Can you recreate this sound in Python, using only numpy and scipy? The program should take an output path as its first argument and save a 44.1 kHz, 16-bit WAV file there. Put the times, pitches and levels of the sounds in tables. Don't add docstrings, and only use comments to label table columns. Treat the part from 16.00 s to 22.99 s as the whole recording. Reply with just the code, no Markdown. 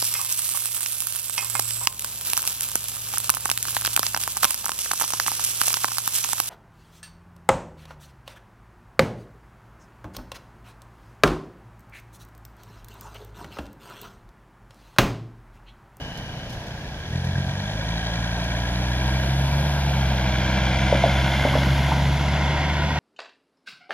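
import sys
import numpy as np
from scipy import signal
from scipy.fft import rfft, irfft
from scipy.io import wavfile
from scipy.ndimage import uniform_filter1d, map_coordinates

SR = 44100
rng = np.random.default_rng(int(sys.argv[2]) if len(sys.argv) > 2 else 0)


def put_to_file(sound):
    columns = np.atleast_2d(sound).T
    safe = np.clip(columns, -1, 1)
    whole_steps = np.round(safe * 32767)
    wavfile.write(sys.argv[1], SR, whole_steps.astype(np.int16))


N = 308259
TIME = np.arange(N) / SR
CRUISE_HZ = 65
CLUTCH_S, GRIP_S = 1.05, 1.5

# start in seconds, level in dB,
# ring pitch in Hz, then thud and rebound in dB relative to the blow.
WHEEL_BLOWS = [(4.9256, -6.5, 569, -17, -6), (5.039, -5.5, 670.8, -22, -8), (5.438, -19.5, 1500, -19, -15),
               (5.4503, -8.5, 580, 1, -7), (5.538, -17.5, 1070, 2.5, 3), (5.553, -11.5, 576, -15, -7),
               (5.916, -13, 903, -16, -26)]
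# frequency in Hz, relative level in dB.
TREAD_SPECTRUM = [(100, -14.5), (290, -2), (425, -11), (530, -4.5), (720, 1.5), (830, -2.5), (960, 0),
                  (1200, -15), (1500, -5), (1800, -12), (2100, -10.5), (2600, -12.5), (7000, -24),
                  (15000, -78)]


def undb(db):
    return 10 ** (np.asarray(db) / 20)


def unit(x):
    return x / np.sqrt(np.mean(x ** 2))


def curve(points):
    return np.interp(TIME, *np.transpose(points))


def spectrum_db(hz, points):
    point_hz, db = np.transpose(points)
    return np.interp(np.log(hz), np.log(point_hz), db)


def walk(rate_hz):
    hold = int(SR / rate_hz)
    steps = np.repeat(rng.standard_normal(N // hold + 1), hold)
    return 1.02 * uniform_filter1d(uniform_filter1d(steps, hold), hold)[:N]


def colour(x, points, size=4096):
    gain = undb(spectrum_db(np.arange(size // 2 + 1) * SR / size + 1, points))
    cepstrum = irfft(np.log(gain))[:size // 2]
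    cepstrum[1:] *= 2
    response = irfft(np.exp(rfft(cepstrum, size)))
    return unit(signal.oaconvolve(x, response)[:N])


def resonate(x, hz, width_hz):
    b, a = signal.iirpeak(hz, hz / width_hz, fs=SR)
    return signal.lfilter(b, a, signal.lfilter(b, a, x))


def add(track, start_s, sound):
    i = max(int(start_s * SR), 0)
    track[..., i:i + sound.shape[-1]] += sound[..., :N - i]


def strikes(cycles, db):
    at = np.flatnonzero(np.diff(np.floor(cycles)) > 0)
    pulses = np.zeros(N)
    pulses[at] = undb(db[:len(at)])
    return pulses


def fade(pulses, decay_s):
    for seconds in (decay_s / 5, decay_s):
        pulses = signal.lfilter([1], [1, -np.exp(-1 / (seconds * SR))], pulses)
    return pulses


def engaged(bite_s=0.054):
    return np.clip((TIME - CLUTCH_S) / bite_s, 0, 1)


def diffuse(mid, side, apart_hz=1400):
    side = signal.sosfilt(signal.butter(2, apart_hz, "high", fs=SR, output="sos"), side)
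    return np.array([mid + side, mid - side])


def microphones(x, lead_ms):
    half_lead = lead_ms * SR / 2000
    return np.array([map_coordinates(x, [np.arange(N) + way * half_lead], order=3, mode="nearest")
                     for way in (1, -1)])


def forest_air(level_db=-37.5):
    # frequency in Hz, relative level in dB.
    air_spectrum = [(18, -34), (35, 0), (140, -1), (185, -11), (255, -10.5), (430, -13.5), (670, -11),
                    (1200, -22), (1660, -20), (2060, -23.5), (6000, -29.5), (7300, -41.5), (10000, -39.5),
                    (15500, -49)]
    mid, side = (colour(rng.standard_normal(N), air_spectrum) for _ in range(2))
    return diffuse(mid, side) * undb(level_db + walk(3.0))


def handling_ticks(faint_db=-51, spread_db=3, faint_s=0.0045, until_s=1.1, rise_s=0.00039, count=16):
    # start in seconds, level in dB, decay time in seconds.
    clear_ticks = [(.174, -37.5, 0.008), (.495, -42, 0.015), (.525, -44, 0.03), (0.668, -41, 0.006),
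                   (1.245, -41, 0.014), (2.4414, -33, 0.0036), (4.0, -38, 0.004)]
    # frequency in Hz, relative level in dB.
    shell_spectrum = [(500, -36), (3000, 11), (6000, 11), (9000, 0), (13000, 3), (16000, -60)]
    faint_ticks = [(until_s * when, faint_db + spread_db * (2 * size - 1), faint_s)
                   for when, size in rng.random((count, 2))]
    force, t = np.zeros(N), TIME[:SR // 4]
    for start_s, db, decay_s in list(clear_ticks) + faint_ticks:
        add(force, start_s, undb(db) * (1 - np.exp(-t / rise_s)) * np.exp(-t / decay_s))
    return force * np.array([colour(rng.standard_normal(N), shell_spectrum) for _ in range(2)])


def tree_echo(x, t60=0.52, build_s=0.045, echo_db=-11, dull_hz=4500):
    t = TIME[:SR]
    tails = rng.standard_normal((2, SR)) * undb(-60 * t / t60) * (1 - np.exp(-t / build_s))
    tails = signal.sosfilt(signal.butter(1, [300, dull_hz], "band", fs=SR, output="sos"), tails)
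    mid, side = (signal.oaconvolve(x, unit(tail))[:N] * np.sqrt(2 * dull_hz) / SR for tail in tails)
    return undb(echo_db) * diffuse(mid, side)


def squeal(end_s=0.57, release_s=.04, fade_db_per_s=12, waver=0.0029):
    # frequency in Hz, initial level in dB.
    partials = [(2928, -43.5), (3058, -44.5)]
    tones = 0
    for hz, db in partials:
        amplitude = undb(db + .5 * walk(40))
        cycles = np.cumsum(hz * (1 + waver * walk(108.8))) / SR
        tones += amplitude * np.sin(2 * np.pi * cycles)
    return tones * undb(-fade_db_per_s * TIME) * np.clip((end_s - TIME) / release_s, 0, 1)


def hiss(hz, near, aspect, intake_db=-42, db_per_octave=12, shade_db=-26, tread_db=-41.5, rear_db=-11):
    # frequency in Hz, relative level in dB from the front, then from the side.
    hiss_spectra = [(1500, -38, -51), (3507.5, 4.5, 12), (6060, 7, 1), (7900, -5, -7), (9700, -3.5, 2),
                    (12300, -26, -1), (15500, -13, -14)]
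    shadow_db = shade_db * np.maximum(aspect - 0.67, 0)
    intake = undb(intake_db + db_per_octave * np.log2(hz / CRUISE_HZ) + shadow_db)
    tread = undb(tread_db + rear_db * np.maximum(aspect - 1, 0)) * near ** 3
    band_hz, *views_db = np.transpose(hiss_spectra)
    front, flank = (colour(rng.standard_normal(N), np.transpose([band_hz, db])) for db in views_db)
    side_on = np.clip(aspect, 0, 1)
    noise = np.sqrt(1 - side_on) * front + np.sqrt(side_on) * flank
    return np.hypot(intake, tread) * engaged() * noise


def road_rumble(speed, rolling_db=-32, speed_power=3.56, standing_db=-37, jolt_db=-29, jolt_s=0.43):
    # frequency in Hz, relative level in dB.
    floor_spectrum = [(18, -22), (40, -16), (60, -3.5), (90, -7.5), (135, 1.5), (180, 2), (235, -4.5),
                      (300, -10), (370, -22.5), (800, -48), (2000, -59)]
    jolts = sum(undb(db + thud_db) * (TIME > start_s) * np.exp(-np.abs(TIME - start_s) / jolt_s)
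                for start_s, db, _, thud_db, _ in WHEEL_BLOWS)
    rolling = undb(rolling_db) * speed ** speed_power
    power = undb(standing_db) ** 2 + rolling ** 2 + (undb(jolt_db) * jolts / jolts.max()) ** 2
    return np.sqrt(power) * colour(rng.standard_normal(N), floor_spectrum)


def tyre_roar(speed, roar_db=-30.0, speed_power=0.78, standing_db=-43.0, grit_db=1.2):
    roar = colour(rng.standard_normal(N) * undb(grit_db * walk(300)), TREAD_SPECTRUM)
    amplitude = np.hypot(undb(standing_db), undb(roar_db) * speed ** speed_power)
    return roar * amplitude * undb(0.1 * walk(34))


def wheel_bumps(contact_s=0.0022, slap_db=-14, slap_s=0.018, thud_hz=260, thud_s=0.006, rubber_hz=1900,
                rebound_s=.0215, rebound_hz=598, rebound_thud_db=-1.5):
    # ratio to the ring pitch, time to fall 60 dB in seconds, relative level in dB.
    tyre_modes = [(.84, 0.03, -11), (1, 0.024, 9.6), (1.22, .036, -6), (1.6, 0.016, -27)]
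    out, t = np.zeros(N), TIME[:SR // 4]
    tread = colour(rng.standard_normal(N), TREAD_SPECTRUM)
    blows = [row[:-1] for row in WHEEL_BLOWS]
    blows += [(start_s + rebound_s, db + rebound_db, rebound_hz, rebound_thud_db)
              for start_s, db, *_, rebound_db in WHEEL_BLOWS]
    for (start_s, db, hz, thud_db), noise in zip(blows, np.resize(tread, (len(blows), len(t)))):
        ring = sum(undb(mode_db - 60 * t / t60) * np.sin(2 * np.pi * hz * ratio * t)
                   for ratio, t60, mode_db in tyre_modes)
        thud = undb(thud_db) * np.exp(-t / thud_s) * np.sin(2 * np.pi * thud_hz * t)
        slap = undb(slap_db) * noise * np.exp(-t / slap_s)
        add(out, start_s, undb(db) * (1 - np.exp(-t / contact_s)) * (ring + thud + slap))
    return signal.sosfilt(signal.butter(2, rubber_hz, fs=SR, output="sos"), out)


def body_shudder(cycles, shove_db, running_db=-42, clutch_db=-30, ease_db_per_s=5, settle_s=0.047):
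    # frequency in Hz, relative gain in dB.
    body_response = [(20, -66), (40, -6), (60, -4), (90, -3), (135, 1), (180, 0), (225, -15.5),
                     (310, -18.5), (420, -23), (800, -31), (2000, -60)]
    slip = engaged() * np.clip((GRIP_S - TIME) / settle_s, 0, 1)
    judder = slip * undb(clutch_db - ease_db_per_s * (TIME - CLUTCH_S))
    return -np.hypot(undb(running_db), judder) * colour(strikes(cycles, shove_db), body_response)


def effort(hz, throttle, base_db=-35.25, db_per_octave=4.0, throttle_db=7.5):
    return undb(base_db + db_per_octave * np.log2(hz / CRUISE_HZ) + throttle_db * throttle)


def engine_clatter(cycles, knock_db, aspect, knock_s=.0028, scatter_db=1.5, side_wash_db=3.0):
    # frequency and width in Hz, relative level in dB from the front, side and rear,
    # share driven by valve taps from 0 to 1, steady wash in dB relative to the blows.
    bay_resonances = [(644, 260, -3.5, 1, -0.5, 0.36, 5.5), (961, 140, -9.5, -8, 12.5, 0.4, -10),
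                      (1456, 270, -18.5, -2.5, 4, 0.1, -2), (1629, 166, 4, -2, -22.5, 0.79, -3.5),
                      (1891, 87, 2, -17.5, 12, 0.4, -11.5), (2112, 220, -37, 0, 3.5, 0.47, -1.5),
                      (2326, 185, -9.5, -1, -50, 0.34, -5), (2824, 440, -19.5, -8, 0, 0.5, -4),
                      (3190, 410, -5.5, -3, -7, 1, 1), (3428, 186, -7, -5, -5, 1, -8),
                      (3940, 900, 1.5, -11.5, -13, 0.44, -11), (5020, 920, -6, -13, -21, 0.3, -2),
                      (6090, 1240, -7, -13.5, -54, 0.5, -1)]
    knocks = unit(fade(strikes(cycles, knock_db), knock_s))
    taps = unit(fade(strikes(cycles + 0.303, rng.standard_normal(len(knock_db))), knock_s))
    out, power = 0, 0
    for hz, width_hz, *facing_db, tap_share, wash_db in bay_resonances:
        blows = unit(((1 - tap_share) * knocks + tap_share * taps) * undb(scatter_db * walk(130)))
        wash = undb(wash_db + side_wash_db * np.minimum(aspect, 1))
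        force = np.hypot(blows, wash) / np.hypot(1, wash)
        gain = undb(np.interp(aspect, np.arange(3), facing_db))
        out += gain * unit(resonate(force * rng.standard_normal(N), hz, width_hz))
        power += gain ** 2
    return out / np.sqrt(power)


def exhaust_drone(cycles, hz, throttle, near, db_per_octave=5, free_db=-10, near_power=.1):
    # frequency in Hz, level in dB.
    pipe_response = [(30, -34), (45, -45), (53, -31), (62, -25.5), (70, -24.5), (76, -29), (90, -28.5),
                     (110, -34.5), (136, -25.5), (150, -32), (178, -32), (198, -31), (220, -44.5),
                     (280, -56), (315, -40), (380, -46.5)]
    # change in dB from closed to full throttle, for harmonics one to five.
    throttle_gains = [-0.5, -1, 7.5, 4.5, 8.5]
    # multiple of the firing rate, level in dB relative to the third harmonic.
    weak_orders = [(0.8, -36), (1.201, -19), (1.401, -7.5), (1.601, -31), (2.399, -21), (2.598, -18),
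                   (4.8, -16)]
    load_db = db_per_octave * np.log2(hz / CRUISE_HZ) + free_db * (1 - engaged())
    harmonics_db = [spectrum_db(k * hz, pipe_response) + load_db + db * (throttle - 1)
                    for k, db in enumerate(throttle_gains, 1)]
    drone = sum(-undb(db + walk(18)) * np.cos(2 * np.pi * k * cycles)
                for k, db in enumerate(harmonics_db, 1))
    for multiple, db in weak_orders:
        amplitude = undb(harmonics_db[2] + db + 2 * walk(7.2))
        drone += amplitude * np.cos(2 * np.pi * (multiple * cycles + rng.random()) + .5 * walk(18))
    return np.sqrt(2) * drone * near ** near_power


def pass_by(abeam_s=5.7, road_m=13.96, engine_ahead_m=4.5, end_on_rad=1.33, mic_gap_ms=0.13):
    # time in seconds, speed in metres per second.
    road_speeds = [(1.05, 0.5), (1.9, 3), (3.7, 5.5), (4.2, 5), (6.99, 5.5)]
    speed = curve(road_speeds)
    along_m = np.cumsum(speed) / SR
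    along_m -= np.interp(abeam_s, TIME, along_m)
    distance_m = np.hypot(along_m, road_m)
    bearing = np.arctan((along_m + engine_ahead_m) / road_m)
    aspect = np.clip(1 + bearing / end_on_rad, 0, 2)
    left_lead_ms = -mic_gap_ms * along_m / distance_m
    return speed / np.interp(abeam_s, TIME, speed), road_m / distance_m, aspect, left_lead_ms


def scene():
    # time in seconds, firing rate in Hz.
    firing_rates = [(0.0, 28.58), (0.71, 29.12), (0.87, 29.2), (1.1, 41.33), (1.15, 43.7), (1.5, 45.5),
                    (1.75, 52.77), (2.0, 55.96), (2.66, 59.33), (3.26, 65.98), (3.7, 72.2), (4.22, 63.04),
                    (5.57, 67.9), (6.07, 69.5), (6.92, 74.38)]
    # time in seconds, throttle from 0 to 1.
    pedal = [(.95, 0.4), (1.12, 0.61), (2, 0.93), (3.15, 0.68), (3.5, 0.09), (4.05, 0.45), (4.45, 0.95),
             (5.35, 0.98), (6.2, 0.13), (6.48, 0.76), (6.99, .45)]
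    cylinders = [(9.5, 20.5), (6, 19), (3, -42), (-14, -41), (6.5, 15.5)]
    hz, throttle = curve(firing_rates), curve(pedal)
    speed, near, aspect, lead_ms = pass_by()
    cycles = np.cumsum(hz) / SR + 1 / 3
    firings = np.resize(cylinders, (N // 400, 2))
    knock_db, shove_db = (firings + rng.standard_normal(firings.shape)).T
    clatter = effort(hz, throttle) * engine_clatter(cycles, knock_db, aspect)
    rolling = tyre_roar(speed) + road_rumble(speed)
    car = near * (clatter + rolling) + body_shudder(cycles, shove_db) + wheel_bumps() + squeal()
    airy = near * hiss(hz, near, aspect)
    direct = microphones(car + exhaust_drone(cycles, hz, throttle, near), lead_ms)
    direct += microphones(airy, lead_ms) * undb([[1.8], [-4]])
    return direct + forest_air() + tree_echo(car + airy) + handling_ticks()


def record(dry, notch_hz=8230, top_hz=15700):
    # frequency in Hz, gain of the side signal in dB.
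    stereo_width = [(60, -3), (140, -20), (280, 6.5), (600, -2.5), (1200, -5.5), (2200, 2), (4500, 0.5),
                    (15000, -0.5)]
    side_gain = undb(spectrum_db(np.arange(N // 2 + 1) * SR / N + 1, stereo_width))
    mid = (dry[0] + dry[1]) / 2
    side = irfft(rfft((dry[0] - dry[1]) / 2) * side_gain, N)
    notch = signal.butter(2, [notch_hz - 380, notch_hz + 380], "bandstop", fs=SR, output="sos")
    low_pass = signal.ellip(10, .2, 80, top_hz, fs=SR, output="sos")
    return signal.sosfilt(np.vstack([notch, low_pass]), np.array([mid + side, mid - side]))


dry = scene()
out = record(dry)
put_to_file(out)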